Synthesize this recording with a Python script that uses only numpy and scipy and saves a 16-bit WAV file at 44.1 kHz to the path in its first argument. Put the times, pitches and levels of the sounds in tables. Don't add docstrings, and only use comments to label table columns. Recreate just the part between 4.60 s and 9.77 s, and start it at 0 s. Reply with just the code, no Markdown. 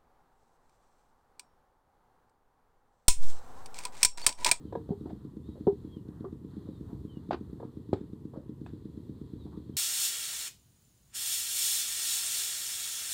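import sys
import numpy as np
from scipy import signal
from scipy.fft import rfft, irfft
from scipy.io import wavfile
from scipy.ndimage import uniform_filter1d

SR = 44100
rng = np.random.default_rng(int(sys.argv[2]) if len(sys.argv) > 2 else 0)


def unload_audio(sound):
    columns = np.transpose(np.atleast_2d(sound))
    steps = np.round(np.clip(columns, -1, 1) * 32767)
    wavfile.write(sys.argv[1], SR, steps.astype(np.int16))


N = 227905
TIME = np.arange(N) / SR
AGE = TIME[:SR // 2]

# (time [s], smack [dB], pitch of the palm's hollow [Hz], lump thud [dB], trapped air [dB])
SLAPS = [(0.291, -31, 420, -52, -58), (0.3038, -32, 404, -20.5, -30.5), (0.457, -27.5, 301, -53, -48),
         (0.497, -36, 321.3, -48, -41.5), (1.069, -13.5, 399.4, -17.5, -17), (1.643, -29.5, 384, -45, -34),
         (1.976, -52, 407, -30.5, -54), (2.073, -45.5, 522, -58, -54), (3.76, -38, 514, -54, -44.5)]
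# (frequency [multiple of the hollow's pitch], level [dB], peak time [s])
POCKET_PARTIALS = [(1.001, 0, .0195), (1.87, -18.5, 0.0091)]
# (time [s], level [dB], pitch of the hand's hollow [Hz], decay time [s])
SMEARS = [(0.301, -50, 790, 0.02), (0.461, -56.5, 740, .03), (.498, -48.5, 710, .012),
          (.951, -55, 512, 0.024), (1.642, -48, 1140, 0.012), (1.921, -66, 1603, .04),
          (2.285, -61, 900, 0.05), (3.003, -57, 1100, 0.044), (3.735, -60, 1090, 0.031),
          (3.756, -53.5, 539, 0.032), (4.856, -58.5, 850, 0.019), (4.916, -57, 1130, 0.029)]
# (time [s], thud [dB], thud frequency [Hz], spatter [dB], spatter decay time [s])
SPLATS = [(2.7083, -17.5, 734, -30.5, 0.014), (2.7286, -27, 371.5, -25, 0.0065),
          (2.743, -26.5, 353, -27.5, 0.0043)]
# (frequency [Hz], level [dB])
SQUISH = [(150, -10), (400, 9.5), (700, 1.5), (1150, -4), (1400, -6.5), (1900, -14), (2400, -34),
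          (3200, -22), (4400, -19.5), (6000, -42), (14000, -42.5)]
SPATTER = [(120, -8), (330, 6.5), (850, 0), (1300, -2), (1700, -8.5), (2100, -16.5), (2600, -14.5),
           (4700, -20.5), (5700, -34), (7700, -40), (10000, -52), (15000, -60)]
SAND = [(300, -16), (900, 4.5), (1500, 7.5), (2000, -0.5), (2800, -9), (3650, 3), (4200, -5), (5000, -11),
        (5700, -19), (6800, -19), (7600, -10), (8800, -28), (15000, -42)]
EARTH_BLOW = [(40, -24.5), (90, 0), (250, 2), (350, 2), (480, -0.5), (800, -15.5), (1100, -28), (1500, -52),
              (2800, -57), (8000, -100)]
# (frequency [Hz], level [dB], t60 [s])
FULL_MOULD_MODES = [(134.9, 1, 0.12), (289, 0, 0.16), (375.3, -1.5, 0.21), (418, 3.5, 0.14),
                    (461, -12, 0.13), (802, -0.5, 0.037)]
EMPTY_MOULD_MODES = [(308.6, -4.5, 0.38), (385.4, 0.5, 0.085), (454, 1.5, 0.18), (524, 7.5, 0.033),
                     (733, 0.5, 0.038), (884, -4.5, 0.055), (956, -3, 0.078), (1003, 0, 0.029),
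                     (1243, -19, 0.082), (1650, -11.5, 0.036), (1950, -35, .05)]
CLICK_MODES = [(716, 5, 0.014), (990, 2, 0.018), (1302, -3, 0.012), (1680, -4, .022), (2550, -10, 0.03),
               (3480, -12, .012), (7900, -18, .01)]
# (time [s], level [dB], contact cut-off [Hz], grit [dB], grit decay time [s])
KNOCKS = [(0.124, -29.5, 1300, -57.5, 0.012), (0.152, -22.5, 1690, -56.5, 0.01),
          (2.999, -36, 1604, -68, 0.02), (3.027, -33, 1401, -69, .02), (3.734, -40.5, 1298, -69, .015)]
# (time [s], duration [s], relative rub [dB], relative sand hiss [dB])
STROKES = [(-.1, 0.85, -67, -75.5), (0.807, 0.65, -70.5, -73.5), (1.433, 0.37, -65, -93),
           (1.851, 0.41, -66.5, -71), (2.188, 0.93, -67.5, -75), (2.997, 0.61, -76, -78),
           (4.0, 0.61, -86, -74.5), (4.5, 0.87, -72, -72)]
# (time [s], firing rate [Hz])
FIRING_RATE = [(0, 8.39), (.5, 8.36), (1.5, 8.35), (2, 8.28), (2.5, 8.335), (3, 8.32), (3.5, 8.28),
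               (4.3, 8.34), (5.2, 8.31)]
# (frequency [Hz], level [dB])
PUFF = [(30, -32.5), (55, -20), (100, -4.5), (200, 0), (320, 1), (370, -7.5), (460, -12), (570, -36),
        (1000, -50), (2000, -84)]
VALVE_TICK = [(700, -11.5), (1000, 0), (1500, -5), (2800, -23), (3600, -3.5), (4400, -13), (5400, -19),
              (14000, -38)]
# (frequency [Hz], level [dB], t60 [s])
PIPE_MODES = [(79, -26.5, 0.36), (99.9, 17.5, 0.89), (133.44, 23, 1), (232, -38, 0.278), (316, -18, .3)]
# (delay [s], level [dB])
STACK_ECHOES = [(.0095, -12.5), (0.0193, -16), (0.0261, -11.5), (0.0302, -13), (0.043, -16), (0.054, -37),
                (0.087, -12)]
# (time [s], duration [s], start pitch [Hz], middle [Hz], end [Hz], relative level [dB])
WHISTLES = [(.04, .08, 3250, 3120, 3000, -79), (.82, .14, 3400, 3820, 3750, -71),
            (1.26, .135, 3180, 3260, 2830, -66), (2.07, .14, 4100, 3780, 3450, -73),
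            (2.44, .155, 3300, 3080, 2720, -68), (4.76, .11, 4100, 3820, 3400, -73),
            (5.11, .1, 3150, 3150, 2950, -69)]
# (frequency [Hz], level [dB])
RUMBLE = [(20, -18), (38, -6.5), (52, -2.5), (80, 6.5), (120, 2), (300, -5), (430, -9.5), (560, -25.5),
          (750, -34.5), (1500, -50)]
AIR = [(410, -28.5), (700, -14.5), (766, -10), (838, 2.5), (977, 7), (1590, -12.5), (1900, -5),
       (2250, -20.5), (2830, -12.5), (3610, -12.5), (4110, -13.5), (4980, -18.5), (5880, -25),
       (7510, -15.5), (15000, -30)]


def hands(lump_hz=191, lump_lag_s=.0005, tear_s=.487):
    out = np.zeros(N)
    for s, smack_db, hollow_hz, lump_db, pocket_db in SLAPS:
        skin_snap = undb(-20.5) * crackle(SPATTER, decay_s=.0024)
        wet = undb(-25.5) * squish(hollow_hz=820, decay_s=.013)
        add(out, s, undb(smack_db) * (thud(hollow_hz, cycles=.77) + skin_snap + wet))
        add(out, s + lump_lag_s, undb(lump_db) * thud(lump_hz, cycles=.81))
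        add(out, s, undb(pocket_db) * air_pocket(hollow_hz))
    for s, db, hollow_hz, decay_s in SMEARS:
        add(out, s, undb(db) * squish(hollow_hz, decay_s))
    sticky_rip = noise(SAND, len(AGE), grain_db=8) * swell(peak_s=.014) ** 2
    add(out, tear_s, undb(-65) * sticky_rip)
    return out


def air_pocket(hz, flutter_db=1.5):
    note = sum(undb(db) * swell(peak_s) ** 2.9 * np.sin(2 * np.pi * multiple * hz * AGE)
               for multiple, db, peak_s in POCKET_PARTIALS)
    return note * undb(flutter_db * walk(180)[:len(AGE)])


def squish(hollow_hz, decay_s, resonance_db=11):
    rise_s = .25 * decay_s
    wet = crackle(SQUISH, decay_s) * (1 - np.exp(-AGE / rise_s))
    hollow = signal.iirpeak(hollow_hz, Q=1.8, fs=SR)
    return wet + undb(resonance_db) * signal.lfilter(*hollow, signal.lfilter(*hollow, wet))


def throw():
    out = np.zeros(N)
    for s, db, hz, spatter_db, decay_s in SPLATS:
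        add(out, s, undb(db) * thud(hz, cycles=1) + undb(spatter_db) * crackle(SPATTER, decay_s))
    return out


def bump(time_s=3.3306):
    body = undb(-24) * ring(FULL_MOULD_MODES)
    crunch = undb(-39) * crackle(SAND, decay_s=.0063)
    settling_grains = undb(-58) * crackle(SAND, decay_s=.046)
    out = np.zeros(N)
    add(out, time_s, undb(-11) * response(EARTH_BLOW))
    add(out, time_s, body + crunch + settling_grains)
    return out


def knocks():
    out, wood = np.zeros(N), ring(EMPTY_MOULD_MODES)
    for s, db, contact_hz, grit_db, decay_s in KNOCKS:
        contact = signal.butter(4, contact_hz, fs=SR, output="sos")
        add(out, s, undb(db) * signal.sosfilt(contact, wood))
        add(out, s, undb(grit_db) * crackle(SAND, decay_s))
    return out


def click(time_s=4.0628):
    out = np.zeros(N)
    add(out, time_s, undb(-38) * ring(CLICK_MODES) + undb(-62) * crackle(SAND, decay_s=.034))
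    return out


def rubbing(rub_gain_db=-6, sand_gain_db=-5):
    rub_power = undb(-79) ** 2 + sum((undb(db) * stroke(s, span)) ** 2 for s, span, db, _ in STROKES)
    sand_power = undb(-83) ** 2 + sum((undb(db) * stroke(s, span)) ** 2 for s, span, _, db in STROKES)
    drag = noise([(300, -11.5), (650, -4.5), (1150, -2), (1450, -9), (1900, -13.5), (2300, -34.5),
                  (6000, -31.5)], N, grain_db=-2)
    grains = noise([(2000, -6), (2850, -14.5), (3300, 3.5), (4200, 4), (4750, -4), (5400, -19.5),
                    (8000, -10), (14000, -33)], N, grain_db=4)
    drag *= np.sqrt(rub_power) * undb(rub_gain_db + 2 * walk(29))
    grains *= np.sqrt(sand_power) * undb(sand_gain_db + .75 * walk(30))
    return drag + grains


def stroke(s, length_s, attack_s=.064, release_s=.12):
    return np.clip(np.minimum((TIME - s) / attack_s, (s + length_s - TIME) / release_s), 0, 1)


def engine(first_firing_s=.052, valve_lead_s=.0043, scatter_s=.024, uneven_db=.5, echo_uneven_db=1.86):
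    cycles = np.cumsum(np.interp(TIME, *np.transpose(FIRING_RATE))) / SR
    firings = first_firing_s + np.interp(np.arange(int(cycles[-1]) + 1), cycles, TIME)
    firings = np.append(2 * firings[0] - firings[1], firings)
    puff = -undb(-28.5) * response(PUFF)
    pipe = undb(-52) * ring(PIPE_MODES)
    scattered = undb(-55) * noise(PUFF, len(AGE)) * np.exp(-AGE / scatter_s)
    out = np.zeros(N)
    for s in firings:
        strength = undb(uneven_db * rng.standard_normal())
        add(out, s, strength * puff)
        add(out, s, strength * (pipe + scattered))
        add(out, s - valve_lead_s, undb(-64.5) * crackle(VALVE_TICK, decay_s=.0072))
        for delay, db in STACK_ECHOES:
            add(out, s + delay, strength * undb(db + echo_uneven_db * rng.standard_normal()) * puff)
    return out


def birds(gain_db=1, warble=.011, flutter_db=3.5):
    out = np.zeros(N)
    for s, length_s, start_hz, middle_hz, end_hz, db in WHISTLES:
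        progress = np.linspace(0, 1, int(length_s * SR))
        glide = np.polyfit([0, .5, 1], [start_hz, middle_hz, end_hz], 2)
        hz = np.polyval(glide, progress) * (1 + warble * walk(300)[:len(progress)])
        envelope = undb(db + gain_db) * np.sin(np.pi * progress ** 1.4)
        add(out, s, envelope * np.sin(2 * np.pi * np.cumsum(hz) / SR))
    return scatter(out * undb(flutter_db * walk(60)), echo_db=-7, peak_s=.01)


def yard(rumble_db=-48, air_db=-74.5):
    return noise(RUMBLE, N) * undb(rumble_db + walk(5.3)) + noise(AIR, N) * undb(air_db)


def scatter(x, echo_db, peak_s):
    echo = rng.standard_normal(len(AGE)) * swell(peak_s)
    return x + undb(echo_db) * signal.fftconvolve(x, echo / np.linalg.norm(echo))[:N]


def thud(hz, cycles):
    return -swell(cycles / hz) ** 2 * np.sin(2 * np.pi * hz * AGE)


def crackle(spectrum, decay_s, rise_s=.002):
    return noise(spectrum, len(AGE), grain_db=10) * np.exp(-AGE / decay_s) * (1 - np.exp(-AGE / rise_s))


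def ring(modes):
    x = sum((-1) ** k * undb(db) * np.exp(-np.log(1000) * AGE / t60) * np.sin(2 * np.pi * hz * AGE)
            for k, (hz, db, t60) in enumerate(modes))
    return x / np.abs(x).max()


def swell(peak_s):
    return AGE / peak_s * np.exp(1 - AGE / peak_s)


def noise(spectrum, count, grain_db=0):
    clicks = rng.standard_normal(count) * undb(grain_db * rng.uniform(-.86, 1, count))
    return unit(signal.fftconvolve(clicks, response(spectrum))[:count])


def response(spectrum, size=8192):
    hz, db = np.transpose(spectrum)
    bin_hz = np.maximum(np.fft.rfftfreq(size, 1 / SR), 1)
    gain = undb(np.interp(np.log(bin_hz), np.log(hz), db))
    cepstrum = irfft(np.log(gain))
    cepstrum[1:size // 2] *= 2
    cepstrum[size // 2 + 1:] = 0
    impulse = irfft(np.exp(rfft(cepstrum)))
    return impulse / np.abs(impulse).max()


def walk(rate_hz):
    hold = int(SR / rate_hz)
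    steps = np.repeat(rng.standard_normal(N // hold + 1), hold)
    return unit(uniform_filter1d(uniform_filter1d(steps, hold), hold)[:N])


def undb(db):
    return 10 ** (np.asarray(db) / 20)


def unit(x):
    return x / np.sqrt(np.mean(x ** 2))


def add(out, s, x):
    onset = int(round(s * SR))
    start, end = max(onset, 0), min(onset + len(x), len(out))
    if end > start:
        out[start:end] += x[start - onset:end - onset]


def scene():
    work = scatter(knocks() + click() + hands() + throw() + bump(), echo_db=-14, peak_s=.013)
    return (work + rubbing() + engine() + birds() + yard())[None]


def record(dry, low_hz=42, top_hz=15500):
    thinned = signal.sosfilt(signal.butter(3, low_hz, "high", fs=SR, output="sos"), dry)
    return signal.sosfilt(signal.ellip(10, .2, 70, top_hz, fs=SR, output="sos"), thinned)


dry = scene()
out = record(dry)
unload_audio(out)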